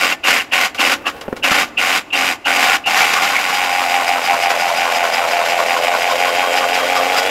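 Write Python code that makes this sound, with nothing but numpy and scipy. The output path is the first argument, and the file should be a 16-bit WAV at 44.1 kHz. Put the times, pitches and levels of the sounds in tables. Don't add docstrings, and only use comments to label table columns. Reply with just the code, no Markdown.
import sys
import numpy as np
from scipy import signal
from scipy.io import wavfile

SR = 44100
rng = np.random.default_rng(int(sys.argv[2]) if len(sys.argv) > 2 else 0)


def store_wav(level_fs):
    pcm = np.round(np.clip(np.atleast_2d(level_fs), -1, 1) * 32767)
    wavfile.write(sys.argv[1], SR, pcm.T.astype(np.int16))


N = 321930
T = np.arange(N) / SR

# pressed t/s, let go t/s, hammer level/dB,
# ice shaving level/dB, hole ring level/dB, change while the finger eases level/dB, starting squeal level/dB
TRIGGER_PULLS = [(-0.1, 0.13, -18.5, -21.5, -27, -6.5, -15.5), (0.234, 0.42, -17.5, -19.5, -29, -10, -15),
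                 (0.516, 0.66, -17, -19, -30.5, -4, -13.5), (0.782, 0.93, -17.5, -18.5, -23.5, -2, -14.5),
                 (1.056, 1.074, -25, -17, -23.5, -2, -15.5), (1.429, 1.631, -20.5, -18, -25.5, -1.5, -11.5),
                 (1.772, 1.982, -19, -21, -30.5, -2, -10.5),
                 (2.125, 2.3285, -19.5, -22.5, -26, -4.5, -12.5),
                 (2.45, 2.756, -20, -20.5, -22.5, -0.5, -14), (2.856, 7.4, -20, -19, -21, 3, -14.5)]
# t/s, blow rate f/Hz
BLOW_RATE_CURVE = [(0, 88), (2.6, 88.5), (3.05, 81), (3.38, 93), (3.9, 87.8), (4.9, 85.5), (5.7, 85.7),
                   (6.4, 89), (7, 89.5), (7.3, 94)]
# t/s, air resonance before the load sways it f/Hz, lower resonance level/dB,
# boom of the ice sheet level/dB
HOLE_CURVE = [(0, 692, -4, -5.5), (2.25, 710, -6, -5.5), (2.7, 755, -16, -14), (3.6, 747, -27, -19.5),
              (5.0, 680, -37, -28), (5.7, 671, -15.5, -34), (7.3, 659, -7, -17.5)]
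# share of the half turn, knock level/dB, chatter level/dB, hole level/dB,
# factor on the hole's pitch, factor on the blow rate
HALF_TURN_LOAD = [(0.02, -3.5, -1, 0, .99, 0.995), (.2, -5, -3, 0.5, .96, .97),
                  (.43, 1.5, 1, -1.2, .99, .985), (.65, 6, -1, 1, 1.09, 1.025),
                  (.85, 1, -1.5, -0.5, 1.05, 1.025)]
# t/s, level/dB, decay t/s
CHUCK_CLANKS = [(0.746, -30, 0.026), (1.163, -45, 0.033), (1.211, -30.5, 0.013), (1.365, -32.5, 0.016)]
# t/s, level/dB
ICE_THUDS = [(1.281, -15.5), (1.286, -22), (1.328, -12), (1.336, -24), (1.516, -15)]
# f/Hz, width f/Hz, level/dB
STEEL_MODES = [(764, 96, 5), (1072, 61, 4), (1191, 54, 7), (1455, 89, 6), (1784, 13, 4), (2103, 266, 5.5),
               (2580, 97, 3), (2880, 170, -5.5), (3640, 90, -6.5), (4734, 145, -4), (6350, 160, -17),
               (7360, 21, -2), (6760, 33, -4.5), (11360, 550, -24)]
# f/Hz, level/dB, time to fall 60 dB t/s
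FLIGHT_RINGS = [(829, -2, .45), (1793, -4, .1), (2353, -12, .2), (3278, -14, .2), (4474, -12, .2)]
# f/Hz, level per Hz/dB
SHAVING_SPECTRUM = [(60, -20), (115, -17), (175, 1.5), (270, 0.5), (430, 0.5), (900, 9.5), (1500, 13),
                    (2600, 10.5), (4000, 4), (5500, 1.5), (7400, -1.5), (8300, -14), (12500, -5.5),
                    (15800, -35)]
# f/Hz, level per Hz/dB
FOREST_SPECTRUM = [(100, -1.5), (300, 0.5), (800, -13), (2000, -18), (4000, -21), (8000, -22.5),
                   (15000, -23)]
# f/Hz, level per Hz/dB
AIR_SPECTRUM = [(20, -11), (60, 1), (110, 0.5), (300, -17.5), (900, 2), (2500, -46), (6000, -28),
                (15000, -38)]
# t/s, level/dB
HARD_SCRAPES = [(3.235, -32), (3.547, -28), (6.115, -28), (6.293, -28.5), (6.582, -24.5), (6.757, -25),
                (6.974, -26), (7.185, -21)]
# t/s, hammer level/dB, ice shaving level/dB, hole ring level/dB
SINKING_CURVE = [(2.9, 3, 1.5, 1), (3.3, -1, -3, -3), (4.05, -0.5, -8, 3.5), (4.8, -3, -6.5, 5.5),
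                 (5.6, -2.5, -6.5, 6), (6.5, -2.5, -6.5, 5.5), (7.3, -3.5, -4, 4.5)]
# t/s, half turns made
HALF_TURNS_MADE = [(3.02, 0), (3.83, 5), (4.695, 10), (5.6, 15), (6.455, 20), (7.335, 25)]
# t/s, level/dB, groan f/Hz
BITE_CURVE = [(3.0, -16, 1330), (3.7, -13, 970), (4.9, -9, 1015), (6.1, -11, 994), (7.2, -11.5, 1230)]
# t/s, level/dB, groan f/Hz
BLADE_CATCHES = [(0.391, -12, 1650), (1.0774, -14, 1190), (1.4557, -25, 1550), (1.5244, -16, 1260),
                 (2.4894, -9.5, 1490), (2.7312, -14, 1420), (3.1686, -7.5, 1170)]
# t/s at the loudest, level/dB, f/Hz, length before stretching t/s
DRIVE_STRAINS = [(0.128, -14, 2600, 0.014), (0.405, -14, 2800, 0.014), (2.109, -23.5, 2730, 0.012),
                 (2.848, -23, 2680, 0.018), (3.021, -18, 2280, 0.036), (3.366, -14, 2200, 0.054)]

SPIN_UP_S, COAST_DB_PER_S = 0.014, 437
ENGAGE_S, HAMMER_STOP_DB_PER_S = 0.038, 805
EASE_S = 0.075
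DIG_S, DIG_DB = 0.15, 2.5
FREE_KNOCK_DB, FREE_CHATTER_DB = -0.5, -3
UNEVEN_ICE_DB, UNEVEN_ICE_PER_S = 1.63, 45
SQUEAL_DELAY_S, SQUEAL_HZ, SQUEAL_S = 0.017, 2727, 0.036
BITE_UNEVEN_DB, BITE_DETUNE = 0.5, 0.026
BRUSH_SHARE, BRUSH_DB, BRUSH_PEAK_S, BRUSH_FADE_DB_PER_S = 0.47, -25, 4.8, 5
EDGE_HZ = 15800


def amp(db):
    return 10 ** (np.asarray(db) / 20)


def unit(x):
    return x / np.sqrt(np.mean(x ** 2) + 1e-20)


def curves(rows):
    s, *columns = np.transpose(rows)
    return [np.interp(T, s, column) for column in columns]


def add(mix, s, sound):
    part = mix[max(round(s * SR), 0):][:len(sound)]
    part += sound[:len(part)]


def swells(rows, length_s):
    gain = np.zeros(N)
    for s, db, *_ in rows:
        add(gain, s - length_s / 2, amp(db) * np.hanning(int(length_s * SR)))
    return gain


def wander(per_s):
    return unit(np.interp(T * per_s, np.arange(N), rng.standard_normal(N)))


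def colour(x, points, size=4096):
    hz, db = np.transpose(points)
    bins_hz = abs(np.fft.fftfreq(size, 1 / SR)) + 1
    log_gain = np.log(amp(np.interp(np.log(bins_hz), np.log(hz), db)))
    spectrum = np.exp(np.conj(signal.hilbert(log_gain)))
    taps = np.fft.ifft(spectrum).real[:size // 2]
    return signal.oaconvolve(x, taps / np.linalg.norm(taps))[:len(x)]


def resonate(x, hz, width):
    r = np.exp(-np.pi * width / SR)
    if np.ndim(hz) == 0:
        return signal.lfilter([1 - r, 0, r - 1], [1, -2 * r * np.cos(2 * np.pi * hz / SR), r * r], x)
    turn = np.exp(2j * np.pi * np.cumsum(hz) / SR)
    return 2 * (turn * signal.lfilter([1 - r], [1, -r], x / turn + 1e-18)).real


def trigger():
    gains = np.zeros((4, N))
    for pressed, let_go, hammer_db, ice_db, hole_db, ease_db, _ in TRIGGER_PULLS:
        held = T - pressed
        after = np.clip(T - let_go, 0, 1)
        free = 1 - np.clip(held / DIG_S, 0, 1) ** 2
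        eased_db = ease_db * np.clip((T - let_go) / EASE_S + 1, 0, 1)
        strike_db = hammer_db + eased_db - HAMMER_STOP_DB_PER_S * after
        striking = np.clip(held / ENGAGE_S, 0, 1) * amp(strike_db)
        turning = np.clip(held / SPIN_UP_S, 0, 1) * amp(eased_db - COAST_DB_PER_S * after)
        gains += [striking * amp(FREE_KNOCK_DB * free),
                  striking * amp(FREE_CHATTER_DB * free),
                  turning * amp(ice_db - DIG_DB * free),
                  turning * amp(hole_db)]
    hammer_db, ice_db, hole_db = curves(SINKING_CURVE)
    return gains * amp([hammer_db, hammer_db, ice_db, hole_db])


def load():
    turned = curves(HALF_TURNS_MADE)[0]
    share, *columns = np.transpose(HALF_TURN_LOAD)
    *load_db, pitch, speed = [np.interp(turned, share, c, period=1) for c in columns]
    seated = np.interp(T, [3.2, 4.3, 6.8, 7.25], [0.0054, 0.82, 0.95, 0.26])
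    gains = amp(seated * np.array(load_db))
    return *gains, 1 + seated * (pitch - 1), 1 + seated * (speed - 1)


def hammer(speed, jitter_s=.00005, loose_s=.0005, uneven_db=2.0):
    count = np.floor(np.cumsum(curves(BLOW_RATE_CURVE)[0] * speed) / SR)
    at = np.flatnonzero(np.diff(count))
    late, size = rng.standard_normal((len(at), 2)).T
    slop_s = jitter_s + loose_s * np.interp(at / SR, [2.6, 3.5], [1, 0])
    struck = at + np.round(late * slop_s * SR).astype(int)
    clicks = np.zeros(N)
    clicks[np.clip(struck, 0, N - 1)] = amp(uneven_db * np.clip(size, -2, 1.5))
    return unit(clicks)


def knock(clicks, hz=2350, spread_s=0.00034):
    t = np.arange(-64, 64) / SR
    pulse = -np.cos(2 * np.pi * hz * t) * np.exp(-.5 * (t / spread_s) ** 2)
    return unit(np.convolve(clicks, pulse, "same"))


def rattle(clicks, decay_s=0.0068, steady=0.2):
    burst = signal.lfilter([1], [1, -np.exp(-1 / (decay_s * SR))], clicks)
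    return unit((unit(burst) + steady) * rng.standard_normal(N))


def steel(x, size=4096):
    kick = signal.unit_impulse(size)
    ring = sum(amp(db) * resonate(kick, hz, width) for hz, width, db in STEEL_MODES)
    return signal.oaconvolve(x, ring / np.linalg.norm(ring))[:len(x)]


def shaving(per_s=5000, size_db=1.0, lumpy_db=2.5):
    happens = rng.random(N) < per_s / SR
    size = amp(size_db * np.minimum(rng.exponential(1, N), 4))
    cracks = happens * rng.standard_normal(N) * size
    grain = unit(cracks) + 0.83 * rng.standard_normal(N)
    return unit(grain * amp(lumpy_db * wander(130)))


def hole(clicks, chatter, pitch, rough=0.26, churn=0.57, drift=0.016, width_hz=135,
         low_ratio=0.81, low_width_hz=100, boom_hz=262, boom_width_hz=170):
    hz, low_db, boom_db = curves(HOLE_CURVE)
    force = unit(np.sqrt(clicks)) + rough * chatter + churn * rng.standard_normal(N)
    air_hz = hz * pitch * (1 + drift * wander(14))
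    air = unit(resonate(resonate(force, air_hz, width_hz), air_hz, 2 * width_hz))
    low_hz = hz * low_ratio
    low = unit(resonate(resonate(force, low_hz, low_width_hz), low_hz, 2 * low_width_hz))
    boom = resonate(resonate(force, boom_hz, boom_width_hz), boom_hz, boom_width_hz)
    boom = unit(signal.sosfilt(signal.butter(4, 235, "high", fs=SR, output="sos"), boom))
    return air + amp(low_db) * low + amp(boom_db) * boom


def tube(clicks, hz=792, width_hz=28, level_db=-7):
    damped_db = np.interp(T, [4.6, 6.0], [0, -4])
    return amp(level_db + damped_db) * unit(resonate(resonate(clicks, hz, width_hz), hz, 6 * width_hz))


def ringing(x):
    t = T[:SR // 2]
    rings = [(db, amp(-60 * t / t60) * np.sin(2 * np.pi * hz * t)) for hz, db, t60 in FLIGHT_RINGS]
    return signal.oaconvolve(x, sum(amp(db) * r / abs(r).sum() for db, r in rings))[:N]


def forest(x, t60=1.35, wet_db=-21, near_db=-13, near_s=0.0034):
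    t = T[:int(1.5 * SR)]
    far = rng.standard_normal(len(t)) * amp(-60 * t / t60) * (1 - np.exp(-t / 0.059))
    near = rng.standard_normal(len(t)) * np.exp(-t / near_s) * (t > .002)
    wash = unit(colour(signal.oaconvolve(x, far)[:N], FOREST_SPECTRUM)) * np.std(x)
    scatter = signal.oaconvolve(x, near / np.linalg.norm(near))[:N]
    return amp(wet_db) * wash + amp(near_db) * scatter


def still_air(level_db):
    return amp(level_db) * colour(rng.standard_normal(N), AIR_SPECTRUM)


def cry(hz, width_hz, length_s):
    size = int(length_s * SR)
    slips = rng.standard_normal(SR // 4)
    tone = resonate(resonate(slips, hz, width_hz), hz, width_hz)[-size:]
    return unit(tone) * signal.windows.tukey(size, .85)


def squeals(width_hz=330, gain_db=-2, stretch=1.4):
    out = np.zeros(N)
    starts = [(pressed + SQUEAL_DELAY_S, db, SQUEAL_HZ, SQUEAL_S)
              for pressed, *_, db in TRIGGER_PULLS if pressed > 0]
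    for s, db, hz, length in starts + DRIVE_STRAINS:
        length_s = stretch * length
        add(out, s - length_s / 2, amp(db + gain_db) * cry(hz, width_hz, length_s))
    return out


def half_turns(share=0):
    s, made = np.transpose(HALF_TURNS_MADE)
    return np.interp(np.arange(made[-1]) + share, made, s)


def bites():
    at = half_turns()
    at = at[at > BLADE_CATCHES[-1][0] + .1]
    s, db, hz = np.transpose(BITE_CURVE)
    harder, higher = rng.standard_normal((len(at), 2)).T
    bite_db = np.interp(at, s, db) + BITE_UNEVEN_DB * harder
    groan_hz = np.interp(at, s, hz) * (1 + BITE_DETUNE * higher)
    return BLADE_CATCHES + list(zip(at, bite_db, groan_hz))


def groans(clicks, chatter, width_hz=190, length_s=0.096, gain_db=-8, upper_ratio=1.31, upper_db=-6, rough=1.0):
    rows = bites()
    hz = curves(rows)[1]
    force = clicks + rough * chatter
    low, high = (unit(resonate(resonate(force, f, width_hz), f, 2 * width_hz)) for f in (hz, hz * upper_ratio))
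    return amp(gain_db) * swells(rows, length_s) * (low + amp(upper_db) * high)


def shuffle(s=1.24, level_db=-36, length_s=1.0):
    scuff = colour(shaving(), [(25, -11), (80, 1), (200, -7), (500, 6), (1000, -2),
                               (2500, -11), (6000, -28), (15000, -25)])
    return swells([(s, level_db)], length_s) * scuff


def clanks(bright=1.0):
    force = np.zeros(N)
    t = T[:SR // 6]
    for s, db, decay_s in CHUCK_CLANKS:
        add(force, s, amp(db) * np.exp(-t / decay_s) * rng.standard_normal(len(t)))
    return steel(force) + bright * colour(force, SHAVING_SPECTRUM)


def thuds(hz=330, decay_s=0.00078, crunch=0.93, crunch_s=0.0035):
    out = np.zeros(N)
    t = T[:SR // 20]
    push = np.sin(2 * np.pi * hz * t) * t / decay_s * np.exp(1 - t / decay_s)
    for s, db in ICE_THUDS:
        grit = colour(rng.standard_normal(len(t)) * np.exp(-t / crunch_s),
                      [(40, 4), (150, 6.5), (600, 10.5), (2000, -5), (4000, -26), (15000, -39)])
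        add(out, s - decay_s / 2, amp(db) * (push + crunch * grit))
    return out


def scrapes(length_s=0.069, sing_hz=4980, sing_width_hz=420, sing_db=-2.0, steel_db=3, grit_db=1):
    brushes = [(s, BRUSH_DB - BRUSH_FADE_DB_PER_S * abs(s - BRUSH_PEAK_S)) for s in half_turns(BRUSH_SHARE)]
    rasp = shaving()
    sing = unit(resonate(resonate(rasp, sing_hz, sing_width_hz), sing_hz, 2 * sing_width_hz))
    body = amp(steel_db) * steel(shaving())
    grit = amp(grit_db) * colour(shaving(), SHAVING_SPECTRUM)
    return swells(brushes + HARD_SCRAPES, length_s) * (amp(sing_db) * sing + body + grit)


def whine(speed, teeth=36, level_db=-33, flutter=0.0107):
    hz = teeth * curves(BLOW_RATE_CURVE)[0] * np.sqrt(speed) * (1 + flutter * wander(200))
    swell = np.interp(T, [5.3, 6.5], [0, 1]) * amp(1.7 * wander(40))
    return amp(level_db) * swell * unit(np.sin(2 * np.pi * np.cumsum(hz) / SR))


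def scene(knock_db=-2.5, rattle_db=-1.63, ice_db=0.0, rub_db=-3, hole_db=-3.0, air_db=-47, jolt=0.22):
    blow, shake, shave, ring = trigger()
    knock_load, chatter_load, hole_load, pitch, speed = load()
    clicks = hammer(speed)
    chatter = rattle(clicks)
    anvil = amp(knock_db) * blow * knock_load * knock(clicks)
    shaken = amp(rattle_db) * shake * chatter_load * chatter
    rubbed = amp(rub_db) * shave * shaving()
    auger = steel(shaken + rubbed)
    uneven = shave * amp(UNEVEN_ICE_DB * wander(UNEVEN_ICE_PER_S))
    chips = unit(shaving() + jolt * rattle(clicks))
    cutting = amp(ice_db) * colour(uneven * chips, SHAVING_SPECTRUM)
    hollow = amp(hole_db) * ring * hole_load * (hole(clicks, chatter, pitch) + tube(clicks))
    drill = anvil + whine(speed) + squeals() + clanks()
    blades = cutting + groans(clicks, chatter) + scrapes()
    dry = drill + auger + blades + hollow + thuds() + shuffle()
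    return (dry + ringing(dry) + forest(dry) + still_air(air_db))[None]


def record(dry):
    soft = dry / (1 + dry ** 4) ** .25
    low_pass = signal.firwin(511, EDGE_HZ, window=("kaiser", 9), fs=SR)
    return signal.oaconvolve(soft, low_pass[None], "same", axes=1)


dry = scene()
out = record(dry)
store_wav(out)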